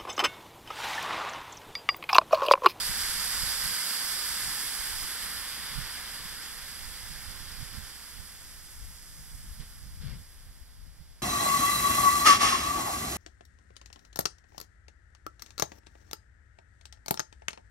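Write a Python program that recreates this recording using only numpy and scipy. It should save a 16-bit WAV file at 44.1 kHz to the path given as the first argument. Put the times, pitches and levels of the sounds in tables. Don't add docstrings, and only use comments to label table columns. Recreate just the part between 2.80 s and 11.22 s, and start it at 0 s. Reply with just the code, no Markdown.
import sys
import numpy as np
from scipy import signal
from scipy.fft import rfft, irfft, next_fast_len
from scipy.io import wavfile
from scipy.ndimage import uniform_filter1d

SR = 44100
rng = np.random.default_rng(int(sys.argv[2]) if len(sys.argv) > 2 else 0)


def master_out(mix):
    frames = np.transpose(np.atleast_2d(mix))
    ceiling = np.clip(frames, -1, 1)
    pcm = np.round(ceiling * 32767).astype(np.int16)
    wavfile.write(sys.argv[1], SR, pcm)


def gain_from_db(level_db):
    decades = np.asarray(level_db, float) / 20
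    return 10 ** decades


N = 371306
PADDED = next_fast_len(N + 8192)
HZ = np.maximum(np.fft.rfftfreq(PADDED, 1 / SR), 1)

# start_s, length_s, pitch_hz, level_db
DRONE = (3.97, .48, 145, -65)
# pitch_hz, level_db (per Hz)
RUSTLE = [(200, -115), (400, -105), (850, -101), (1400, -108), (3000, -114), (8000, -125)]
# pitch_hz, level_db (per Hz)
RUMBLE = [(60, -100), (130, -83.5), (200, -80.5), (330, -87), (500, -100.5), (800, -115), (2500, -140)]
# time_s, left_db, right_db
BREEZE = [(0, -48, -46.5), (0.9, -58, -46), (0.98, -55, -64), (1.13, -68, -63), (1.2, -64, -50.5),
          (1.85, -65, -51.5), (2.35, -58, -51), (3.7, -58, -49.5), (4.0, -59, -47), (4.9, -62, -43.5),
          (5.28, -64, -54), (5.45, -53, -53.5), (6.4, -50.5, -50), (6.6, -47, -44), (7.0, -49, -53),
          (7.5, -49.5, -55), (8.1, -49.5, -53), (8.22, -56.5, -55)]
# centre_s, length_s, buffet_db, flutter_db (over the buffet)
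LEFT_GUSTS = [(0.1, 0.034, -41.5, 0), (0.36, .07, -50, -1), (0.7, .04, -52, 0), (0.91, .05, -45, -11),
              (1.73, .05, -49, -4), (1.89, .05, -54, -9), (2.23, 0.091, -51, -3), (2.45, .05, -51, -5),
              (3.36, .06, -56, -10), (3.8, .06, -55, -12), (6.03, 0.11, -38.5, -31), (6.41, 0.056, -50, 1),
              (6.7, 0.06, -38, -22), (7.2, 0.1, -37.5, -13), (7.3, 0.11, -36, 0), (7.82, 0.043, -45, -25),
              (8.06, 0.096, -42.5, -16), (8.32, .08, -48, -25)]
# centre_s, length_s, buffet_db, flutter_db (over the buffet)
RIGHT_GUSTS = [(0.12, 0.042, -42, -17), (0.2, 0.04, -47, -18), (0.37, 0.04, -44, -2),
               (0.64, 0.16, -39.5, -13), (0.85, 0.051, -44.5, -4.5), (1.51, 0.058, -46, -18),
               (1.66, 0.082, -42.5, -5), (2.0, 0.04, -43, -14), (2.16, 0.15, -41, -16),
               (2.24, 0.035, -41, -17), (2.45, 0.05, -45, -19), (2.59, 0.056, -43.5, -19),
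               (2.99, 0.11, -34.5, -7), (3.44, 0.06, -45.5, -0.5), (4.06, 0.09, -40, -19),
               (4.32, 0.16, -43.5, -8), (4.49, 0.047, -41, -8), (4.62, 0.035, -39.5, -9),
               (4.81, 0.053, -35.5, -3.5), (4.99, 0.1, -40, -7), (5.39, 0.088, -40.5, -11),
               (5.99, 0.054, -46, -22), (6.56, 0.05, -39.5, -20), (6.65, 0.038, -46, -7),
               (6.81, 0.039, -38, -3.5), (7.07, 0.15, -41.5, -11.5), (7.25, 0.087, -44, -17),
               (7.4, 0.056, -41, -18), (7.69, 0.043, -42, -21), (8.21, 0.027, -36.5, -19)]
# start_s, peak_db, lean_left_db
SLAPS = [(0.099, -37, -4), (0.359, -45, -9.0), (0.617, -31.5, -18), (0.848, -33, -18), (1.649, -47, -13.0),
         (2.966, -32, -24), (3.422, -44, -18.5), (4.299, -41, -9), (4.499, -52, -22.0), (4.789, -33, -30),
         (4.969, -34, -25), (5.389, -40, -9.0), (6.039, -57, 3.0), (6.675, -47, 10.5), (6.789, -29.5, -11),
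         (7.05, -44, -6), (7.689, -51, 9), (8.049, -46, 7), (8.193, -47, -22.5)]
# pitch_hz, level_db (per Hz)
BUFFET = [(5, -9), (12, -12.5), (24, 3), (45, 1.5), (75, -3), (110, -15.5), (160, -21.5), (300, -63),
          (2000, -120)]
# pitch_hz, level_db (per Hz)
FLUTTER = [(20, -69), (70, -10), (110, 4.5), (150, 5), (200, -3), (270, -10), (350, -29), (600, -32),
           (3000, -110)]
# time_s, vigour_db, fine_spray_db (over the vigour)
BOIL = [(0, 0.3, -0.8), (0.9, -0.02, 0.3), (1.5, -1, 0.1), (1.9, -2, 0.4), (2.5, -3, -1.8), (2.75, -4, -3),
        (3.1, -4.5, -4.5), (3.9, -9, -2), (4.9, -11, -2.5), (5.35, -14.2, -0.4), (5.6, -17, 0.5),
        (6.2, -20, 2), (6.75, -20.5, 2), (7.1, -22, 0.3), (7.65, -25, 0.5), (7.95, -27.5, -1),
        (8.42, -28.5, -3)]
BOIL_HZ = [500, 1100, 3300, 5000, 6300, 8100, 10600]
# start_s, hold_s, tail_s, level_db
SPURTS = [
    (6.794, 0.03, 0.014, -14.5),
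    (7.208, .07, .03, -16.5),
    (7.26, 0.06, 0.031, -16.5),
]
# pitch_hz, level_db (over the steam)
SPURT_COLOUR = [(400, 9.5), (1000, -3), (3000, -0.5), (5000, -6.5), (5700, -5), (6300, -20), (9000, -50)]
# pitch_hz, level_db
GROOVE = [(430, 0), (530, 1.5), (640, -1.5), (760, 1), (1000, 0.5), (1350, -1.2), (1700, -1.1), (2100, 1.5),
          (2400, 0.4), (2700, 0)]
# pitch_hz, level_db (per Hz)
LEFT_STEAM = [(350, -83.5), (640, -84), (1000, -77.5), (1700, -69.5), (2550, -78), (3400, -70),
              (4600, -75.5), (6400, -76), (7900, -70.5), (8600, -75), (10000, -76.0), (11300, -97.5),
              (13200, -104), (14700, -85.5)]
# pitch_hz, level_db (per Hz)
RIGHT_STEAM = [(350, -83), (640, -83.5), (1000, -76.5), (1600, -70), (2500, -78.5), (3700, -77),
               (4900, -62), (6000, -76.5), (7200, -78), (8900, -68.5), (9900, -75), (11100, -66),
               (12500, -74.5), (14700, -77.5)]
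# pitch_hz, left_db, right_db
TOP_EDGE = [(14650, 1, 1), (14900, -6, -5), (15200, -70, -11), (15650, -90, 2), (15780, -90, -18),
            (15810, -90, -48)]
# pitch_hz, likeness (0 to 1)
LIKENESS = [(350, 0.85), (1000, 0.86), (1800, .97), (2600, 0.76), (3200, 1), (3650, 0), (3900, 0.83),
            (5200, 0.66), (6200, 0.6), (6900, 1), (7600, 0.22), (8200, 0.27), (10500, 0.73), (12500, 0.06)]
# pitch_hz, right_lead_radians
LEAD = [(300, 0.14), (1800, 0.19), (2600, 0.97), (3600, 0.8), (3850, 2.36), (4600, 2.84), (5300, 1.02),
        (6100, 0.95), (6400, 1.96), (7300, 1.86), (8100, 5.1), (9100, 2.8), (10200, 4.9), (12000, 3.3)]


def rms_one(x):
    return x / np.sqrt(np.mean(x ** 2) + 1e-20)


def in_time(rows):
    s, *columns = np.transpose(rows)
    return [np.interp(np.arange(N) / SR, s, column) for column in columns]


def on_hz(points, order=1):
    points = np.array(points)
    return np.interp(np.log(HZ), np.log(points[:, 0]), points[:, order])


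def to_hz(x):
    return rfft(x, PADDED)


def to_time(spectrum):
    return irfft(spectrum, PADDED)[..., :N]


def coloured(x, gain):
    return to_time(to_hz(x) * gain)


def drift(rate):
    step = 40
    r = np.exp(-2 * np.pi * rate * step / SR)
    noise = rng.standard_normal(N // step + 2002)
    slow = signal.lfilter([1], [1, -2 * r, r * r], noise)[2000:]
    return np.interp(np.arange(N) / step, np.arange(len(slow)), rms_one(slow))


def flicker(rate):
    wobble = drift(rate)
    return rms_one(wobble - uniform_filter1d(wobble, int(2.5 * SR / rate)))


def drone():
    s, length, hz, level_db = DRONE
    t = np.arange(N) / SR
    swell = np.clip(np.minimum(t - s, s + length - t) / 0.087, 0, 1)
    return np.sqrt(2) * gain_from_db(level_db) * swell * np.sin(2 * np.pi * hz * t)


def rustle():
    noise = rng.standard_normal((2, N)) * np.sqrt(SR / 2)
    return coloured(noise, gain_from_db(on_hz(RUSTLE)))


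def rumble(alike):
    mid, side = rng.standard_normal((2, N)) * np.sqrt(SR / 4)
    alike = np.clip(alike, 0, 1)
    pair = np.sqrt(1 + alike) * mid + np.sqrt(1 - alike) * side * [[1], [-1]]
    fading_db = 0.57 * in_time(BOIL)[0] + 1.0 * drift(7.0)
    return gain_from_db(fading_db) * coloured(pair, gain_from_db(on_hz(RUMBLE)))


def gusts(rows):
    t, out = np.arange(N) / SR, np.zeros((2, N))
    for s, length, level_db, flutter_db in rows:
        bell = np.exp(-(2.23 * (t - s) / length) ** 2)
        both_db = level_db - 0.5 + np.array([[0], [flutter_db]])
        out += gain_from_db(2 * both_db) * bell
    return out


def slaps(rise_s, fall_s):
    t, out = np.arange(N) / SR, np.zeros((2, N))
    for s, level_db, lean_db in SLAPS:
        late = t - s - 2 * rise_s
        swell = np.exp(-(late / np.where(late < 0, rise_s, fall_s)) ** 2)
        weaker_db = np.minimum([[lean_db], [-lean_db]], 0)
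        out += gain_from_db(level_db - 3.5 + weaker_db) * swell
    return out


def eddies(spectrum, even_s, lumpy_db, rate):
    noise = coloured(rng.standard_normal((2, N)), gain_from_db(on_hz(spectrum)))
    window = int(even_s * SR)
    strength = np.sqrt(uniform_filter1d(uniform_filter1d(noise ** 2, window), window))
    lumps = gain_from_db(lumpy_db * np.array([flicker(rate), flicker(rate)]))
    return lumps * noise / strength


def wind():
    lull_db, lulls_per_s = 1.5, 7
    flutter_db, slap_flutter_db = -14, -3.5
    lulls = lull_db * np.array([flicker(lulls_per_s), flicker(lulls_per_s)])
    breeze = gain_from_db(np.array(in_time(BREEZE)) + lulls)
    gust, flare = np.swapaxes([gusts(LEFT_GUSTS), gusts(RIGHT_GUSTS)], 0, 1)
    slap = slaps(rise_s=0.0062, fall_s=0.016)
    buffet = np.sqrt(breeze ** 2 + gust + slap ** 2)
    flutter = np.sqrt((gain_from_db(flutter_db) * breeze) ** 2 + flare + (gain_from_db(slap_flutter_db) * slap) ** 2)
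    return (buffet * eddies(BUFFET, even_s=0.041, lumpy_db=0.9, rate=22.0)
            + flutter * eddies(FLUTTER, even_s=0.085, lumpy_db=2.0, rate=13.6))


def bursts(per_s, spread_db):
    born = rng.random((2, N)) < per_s / SR
    sizes_db = spread_db * np.minimum(rng.exponential(1, (2, N)), 3)
    sizes = gain_from_db(sizes_db) * rng.standard_normal((2, N))
    return rms_one(born * sizes) * np.sqrt(SR / 2)


def boil():
    loss_db, settles_db = -4, 2
    recovers, spray_share = 0.024, 0.09
    lead_s, lingers, spray_fades = 0.27, 0.17, 0.017
    roar, fine = in_time(BOIL)
    dulled = loss_db * (1 - np.exp(-(roar / settles_db) ** 2))
    hiss = (1 - recovers) * roar + dulled + spray_share * fine
    fizz = roar + fine
    samples = np.arange(N)
    ahead = np.interp(samples + lead_s * SR, samples, fizz)
    half_ahead = np.interp(samples + lead_s / 2 * SR, samples, fizz)
    sizzle = ahead - lingers * roar
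    spray = half_ahead + spray_fades * roar
    return roar, hiss, sizzle, spray, fizz


def spurts():
    t, power = np.arange(N) / SR, np.zeros(N)
    for s, hold, tail, level_db in SPURTS:
        opening = np.clip((t - s) / .012, 0, 1)
        dying = np.exp(-np.clip(t - s - hold, 0, None) / tail)
        power += gain_from_db(2 * level_db) * opening * dying
    return np.sqrt(power)


def steam(throb_db, patchy_db):
    roar, hiss, sizzle, spray, fizz = boil()
    pool = 0.71 * roar
    levels = [pool, roar, roar, hiss, sizzle, spray, fizz]
    heat = np.clip(1 + roar / 40, 0, 1)
    throb = throb_db * heat * flicker(13.7)
    shower = to_hz(bursts(per_s=40000, spread_db=.3))
    pockets = spurts()
    spurt_hz, spurt_db = np.transpose(SPURT_COLOUR)
    centres = np.log(np.geomspace(400, 14000, 14))
    out = 0
    for k, centre in enumerate(centres):
        share = np.interp(np.log(HZ), centres, np.arange(14) == k)
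        weights = [np.interp(centre, np.log(BOIL_HZ), row) for row in np.eye(7)]
        steady = gain_from_db(np.dot(weights, levels) + throb)
        spurt = pockets * gain_from_db(np.interp(centre, np.log(spurt_hz), spurt_db))
        patches = gain_from_db(patchy_db * flicker(10.3))
        out = out + np.hypot(steady, spurt) * patches * to_time(shower * share)
    return out


def microphones(shower, narrowing):
    low_cut = HZ ** 2 / (HZ ** 2 + 260 ** 2)
    common, other = to_hz(shower) * gain_from_db(on_hz(GROOVE)) * low_cut
    left = to_time(gain_from_db(on_hz(LEFT_STEAM) + on_hz(TOP_EDGE)) * common)
    right_gain = gain_from_db(on_hz(RIGHT_STEAM) + on_hz(TOP_EDGE, order=2))
    shifted = np.exp(1j * on_hz(LEAD)) * common
    likeness = np.clip(on_hz(LIKENESS), .01, 1)

    def right(alike):
        return to_time(right_gain * (alike * shifted + np.sqrt(1 - alike ** 2) * other))

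    early = right(likeness ** (1 + narrowing))
    late = right(likeness ** (1 - narrowing))
    shrink = np.linspace(0, 1, N)
    return np.array([left, (1 - shrink) * early + shrink * late])


def scene():
    background = drone() + rustle() + rumble(alike=1.0) + wind()
    return background + microphones(steam(throb_db=0.38, patchy_db=0.5), narrowing=0.29)


def top_cut(x):
    return signal.sosfilt(signal.butter(12, 15850, fs=SR, output="sos"), x)


def record(dry):
    return top_cut(dry)


dry = scene()
out = record(dry)
master_out(out)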